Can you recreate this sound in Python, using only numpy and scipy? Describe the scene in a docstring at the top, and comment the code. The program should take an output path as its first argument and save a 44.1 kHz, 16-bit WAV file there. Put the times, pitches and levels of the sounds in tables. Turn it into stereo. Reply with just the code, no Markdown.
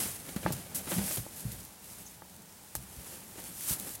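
"""A hand-held camera is carried through brush at a forest edge, over faint air and leaf hiss.
Clothing and leaves swish by at once; the grip rubs, scrapes and thumps, with a hard knock at 0.46 s.
A branch sweeps past at 1.1 s. After 1.5 s it is quieter, until a twig snap and a knock at 2.75 s.
A second branch passes at 3.7 s amid ticking twigs. Rubs and knocks travel through the case and
reach the two capsules in opposite polarity, louder on the right."""
import sys
import numpy as np
from scipy import signal
from scipy.fft import rfft, irfft, next_fast_len
from scipy.io import wavfile
from scipy.ndimage import map_coordinates

SR = 44100
rng = np.random.default_rng(int(sys.argv[2]) if len(sys.argv) > 2 else 0)


def unload_wav(signal):
    """Save mono or channel-first audio to the path in sys.argv[1] as 16-bit WAV at rate SR, clipped to [-1, 1]."""
    wavfile.write(
        sys.argv[1],
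        SR,
        np.round(np.clip(np.atleast_2d(signal).T, -1, 1) * 32767).astype(np.int16),
    )


N = 176400
T = np.arange(N) / SR

# direction of leaves and twigs: f/Hz, left minus right/dB
FOLIAGE_PAN = [(3000, -17), (8000, 3.5), (12000, -23)]


def amp(db):
    """Decibels to gain."""
    return 10 ** (np.asarray(db) / 20)


def unit(x):
    """Scale to rms 1."""
    return x / np.sqrt(np.mean(x ** 2) + 1e-20)


def along(points, hz):
    """Interpolate (f/Hz, value) points on a log axis."""
    f, v = np.transpose(points)
    return np.interp(np.log(hz + 1), np.log(f + 1), v)


def wobble(rate_hz):
    """Smooth random curve, rate_hz knots a second."""
    return map_coordinates(rng.standard_normal(4096), [T * rate_hz], mode="wrap")


def filtered(x, response):
    """Apply a frequency response."""
    m = next_fast_len(N + SR // 2)
    return irfft(rfft(x, m) * response(np.fft.rfftfreq(m, 1 / SR)), m)[..., :N]


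def panned(x, pan):
    """Split the power by pan: f/Hz, left minus right/dB."""
    def gains(hz):
        ratio = amp(along(pan, hz))
        return np.array([ratio, np.ones_like(hz)]) * np.sqrt(2 / (1 + ratio ** 2))
    return filtered(x, gains)


def burst(at_s, rise_s, hold_s, t60_s):
    """Envelope: linear rise, hold, exponential fall."""
    return np.clip((T - at_s) / rise_s, 0, 1) * amp(-60 * np.maximum(T - at_s - rise_s - hold_s, 0) / t60_s)


def pass_gain(db, at_s, hold_s, swell_s, t60_s):
    """Something slides past: swell by 60 dB up to at_s, hold, fade."""
    return amp(db - 60 * np.maximum((at_s - T) / swell_s, 0) - 60 * np.maximum((T - at_s - hold_s) / t60_s, 0))


def flutter(rate_hz):
    """Uneven contact: the gain wanders by about 1 dB."""
    return amp(1.2 * wobble(rate_hz))


def crinkle(per_s=66, surge_db=4.5, t60_s=0.0085):
    """Single leaves catch and let go: brief surges on a gain of 1."""
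    catches = (rng.random(N) < per_s / SR) * rng.random(N)
    return 1 + amp(surge_db) * signal.fftconvolve(catches, amp(-60 * T / t60_s))[:N]


def friction(colour, pan, correlation, grain_db, slips_per_s=830):
    """Stereo noise with tiny slips, rms 1. correlation: f/Hz, value (-1 = opposite polarity)."""
    slips = (rng.random((2, N)) < slips_per_s / SR) * rng.choice([-1, 1], (2, N))
    pair = rng.standard_normal((2, N)) + amp(grain_db) * unit(slips)

    def mid_side_gains(hz):
        angle = np.arccos(np.clip(along(correlation, hz), -1, 1)) / 2
        return amp(along(colour, hz)) * [np.cos(angle), np.sin(angle)]
    mid, side = filtered(pair, mid_side_gains)
    return unit(panned(np.array([mid + side, mid - side]), pan))


def background(air_db=-53.5, hiss_db=-54):
    """Faint air in the trees, thin hiss of stirring leaves."""
    # spectra: f/Hz, level/dB
    air_colour = [(100, -5.5), (250, 0.5), (670, -2.5), (850, 2), (1080, -5), (5000, -12.5), (12000, -14)]
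    hiss_colour = [(2000, -26), (9000, -17), (16000, -20)]
    air = friction(air_colour, [(1, -9)], [(200, 0.3), (500, -0.35)], grain_db=-30)
    hiss = friction(hiss_colour, FOLIAGE_PAN, [(1, 0.41)], grain_db=-35)
    return amp(air_db) * air + amp(hiss_db) * flutter(16) * crinkle() * hiss


def twigs():
    """Scuffs and snaps mostly on the right, dry ticks and ringing stems ahead."""
    # leaves and twigs flicking past: t/s, level/dB, hold/s, t60/s
    scuffs = [(0.745, -29.5, 0.014, 0.2), (1.168, -33, 0.0053, 0.051), (1.359, -43.5, 0.055, 0.069),
              (1.52, -40.5, 0.0044, 0.092), (2.753, -33.5, 0.0025, 0.083), (3.784, -42, 0.172, 0.04)]
    # twigs: t/s, level/dB, t60/s
    snaps = [(1.405, -40, 0.014), (1.5185, -29.5, 0.0068), (1.65, -36, 0.02), (1.933, -40, 0.015),
             (2.7527, -19, 0.0028)]
    ticks = [(.3615, -34.5, 0.038), (0.5225, -28, 0.1), (1.843, -37, .01), (3.44, -32, 0.0097),
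             (3.7188, -34, 0.0024), (3.799, -21, 0.0051), (3.892, -28.5, .008), (3.951, -33, 0.023)]
    # thin stems: t/s, level/dB, f/Hz
    pings = [(2.061, -44, 6360)]
    # spectra: f/Hz, level/dB
    scuff_colour = [(700, -17), (4500, -5.5), (8000, 0), (12000, 5), (16000, -6)]
    tick_colour = [(600, -22), (4500, -6), (9500, 0), (16000, -3)]
    scuff_gain = sum(amp(db) * burst(s, 0.004, hold, t60) for s, db, hold, t60 in scuffs)
    snap_gain = sum(amp(db) * burst(s, 0.0004, 0, t60) for s, db, t60 in snaps)
    tick_gain = sum(amp(db) * burst(s, 0.0004, 0, t60) for s, db, t60 in ticks)
    stems = sum(amp(db) * burst(s, 0.0032, 0, 0.11) * np.sin(2 * np.pi * hz * T + 2 * wobble(990))
                for s, db, hz in pings)
    right = friction(scuff_colour, FOLIAGE_PAN, [(3000, -0.3), (8000, 0.3)], grain_db=-9)
    ahead = friction(tick_colour, [(1, -2)], [(1, 0)], grain_db=-9)
    return (scuff_gain * flutter(140) + snap_gain) * right + tick_gain * ahead + stems


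def thumps(rub_gain, sway_hz=58.4, rough_db=-5.5, rumble_db=-4, floor_db=-57):
    """Steps and grip jolt the whole camera, over a low rumble that follows the rubbing."""
    # jolts: t/s, level/dB, f/Hz, t60/s, deep sway re tone/dB
    hits = [(0.362, -23, 200, 0.038, -25), (0.449, -27.5, 178, 0.24, -10), (0.502, -33, 130.5, 0.27, -20),
            (.915, -35.5, 168, 0.29, -27), (.964, -24.5, 195.2, 0.31, -31), (1.18, -29.5, 121.4, 0.15, -2),
            (1.451, -28.5, 115.6, 0.2, -0.5), (1.515, -42.5, 99, 0.38, 7), (2.757, -40, 120.6, 0.3, 7),
            (2.973, -45.5, 127, 0.18, 10), (3.707, -33.5, 114, 0.1, 4)]
    # body rumble: f/Hz, level/dB
    colour = [(25, -1), (58, 4), (125, -2.5), (200, 0.5), (280, -14.5), (700, -44.5)]
    # f/Hz, left minus right/dB
    pan = [(60, -1), (120, -3), (220, -4.5)]
    rough = unit(filtered(rng.standard_normal(N), lambda hz: amp(along(colour, hz))))
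    jolts = np.zeros(N)
    for s, db, hz, t60, sway_db in hits:
        phase = 2 * np.pi * hz * (T - s) + 0.89 * wobble(60)
        body = np.sin(phase) + amp(sway_db) * np.sin(sway_hz / hz * phase) + amp(rough_db) * rough
        jolts += amp(db) * burst(s, 0.017 * t60, 0, t60) * body
    rumble = friction(colour, pan, [(200, 0.95), (320, 0.1)], grain_db=-12.5)
    rumble_gain = np.hypot(amp(rumble_db) * rub_gain, amp(floor_db)) * flutter(14)
    return panned(jolts, pan) + rumble_gain * rumble


def grip(rub_gain):
    """The case is rubbed; now and then a finger slips in a short scrape."""
    # finger slips: t/s, level/dB, t60/s
    scrapes = [(0.29, -29.5, 0.018), (0.361, -31.5, 0.061), (0.425, -34.5, 0.12), (0.448, -34.5, 0.39),
               (0.863, -35.5, 0.2), (0.913, -26, 0.083), (0.979, -31.5, 0.084), (1.105, -32.5, 0.082),
               (1.168, -31, 0.076), (3.374, -39.5, 0.11), (3.7, -42.5, 0.26), (3.861, -38, 0.14)]
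    # rubbed case: f/Hz, level/dB
    colour = [(120, -16), (260, 4), (470, 1.5), (565, 2.5), (660, 0.5), (800, 0), (1020, -4.5), (1750, -3),
              (4500, -14.5), (14000, -27)]
    # f/Hz, left minus right/dB
    pan = [(250, -12), (700, -7.5), (1800, -6.5), (5000, -17)]
    scrape_gain = sum(amp(db) * burst(s, 0.073 * t60, 0, t60) for s, db, t60 in scrapes)
    gain = np.hypot(rub_gain * flutter(57) * flutter(120), scrape_gain)
    return gain * friction(colour, pan, [(200, -0.54), (400, -0.86), (5000, -1.03)], grain_db=-0.5)


def knocks(left_db=-8.5):
    """Taps ring the case and push the capsules opposite ways; a softer contact is duller."""
    # contacts: t/s, level/dB, low-pass f/Hz
    taps = [(0.4628, -11.5, 1650), (0.4656, -28, 396), (0.5051, -19, 726), (1.265, -24.5, 573),
            (2.221, -33, 1600), (2.7528, -28, 3400)]
    # case resonances: f/Hz, level/dB, t60/s
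    modes = [(345, -13.5, 0.09), (625, -4.5, 0.022), (873, 1.5, 0.026), (1210, 3.5, 0.011),
             (1635, 3, 0.011)]
    case = np.zeros(N)
    for s, db, top_hz in taps:
        age_s = np.maximum(T - s, 0)
        ring = sum(amp(level - 60 * age_s / t60) * np.sin(2 * np.pi * hz * age_s)
                   for hz, level, t60 in modes)
        case += amp(db) * signal.sosfilt(signal.butter(2, top_hz, fs=SR, output="sos"), ring)
    return case * np.array([[-amp(left_db)], [1]])


def strokes():
    """Clothing and leaves stroke the camera: gains of hiss and of case rub, summed in power."""
    # t/s, hold/s, hiss/dB, rub/dB, swell/s, t60/s
    passes = [(0, 0.0022, -29.5, -36.5, 0.3, 0.72), (0.286, 0.32, -45, -45, 0.65, 1),
              (0.754, 0.056, -62, -44, 0.45, 0.39), (0.911, 0.12, -35, -38.5, 0.39, 0.73),
              (1.344, 0.26, -47, -50.5, 2.7, 0.64), (1.862, 0.15, -48.5, -55.5, 0.46, 1),
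              (3.097, 0.074, -44.5, -49, 1.7, 0.57), (3.394, 0.077, -44.5, -48.5, 0.7, 0.8),
              (3.786, 0.063, -45, -45.5, 0.97, 1)]
    return np.sqrt(sum(pass_gain(np.array([[hiss], [rub]]), s, hold, swell, t60) ** 2
                       for s, hold, hiss, rub, swell, t60 in passes))


def swish(stroke_gain):
    """Fabric slides past, branches sweep over both capsules: each a fluttering, crinkling hiss."""
    # leafy branches: t/s, hold/s, level/dB, swell/s, t60/s
    sweeps = [(1.093, 0.057, -32, 0.28, 0.3), (3.71, 0.023, -30, 0.61, 0.13)]
    # sliding hiss: f/Hz, level/dB
    colour = [(800, -4.5), (2500, -2.5), (6000, 0), (9500, 2), (12500, 0.5), (16000, -7)]
    # f/Hz, left minus right/dB
    stroke_pan = [(3000, -7.5), (8000, 3), (10500, 0.5), (13000, -17.5)]
    sweep_pan = [(1, 0)]
    correlation = [(4000, -0.7), (7000, -0.35), (11000, 0.6)]
    sweep_gain = sum(pass_gain(db, s, hold, swell, t60) for s, hold, db, swell, t60 in sweeps)
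    return sum(gain * flutter(45) * crinkle() * friction(colour, pan, correlation, grain_db=-7)
               for gain, pan in ((stroke_gain, stroke_pan), (sweep_gain, sweep_pan)))


def scene():
    """All close and dry; the same strokes drive rumble, rub and swish."""
    hiss_gain, rub_gain = strokes()
    return background() + twigs() + thumps(rub_gain) + grip(rub_gain) + knocks() + swish(hiss_gain)


def record(dry):
    """The camera's bass cut and band limit."""
    low_cut_hz, top_hz = 89, 16100
    cut = signal.sosfilt(signal.butter(2, low_cut_hz, "high", fs=SR, output="sos"), dry)
    return filtered(cut, lambda hz: hz < top_hz)


dry = scene()
out = record(dry)
unload_wav(out)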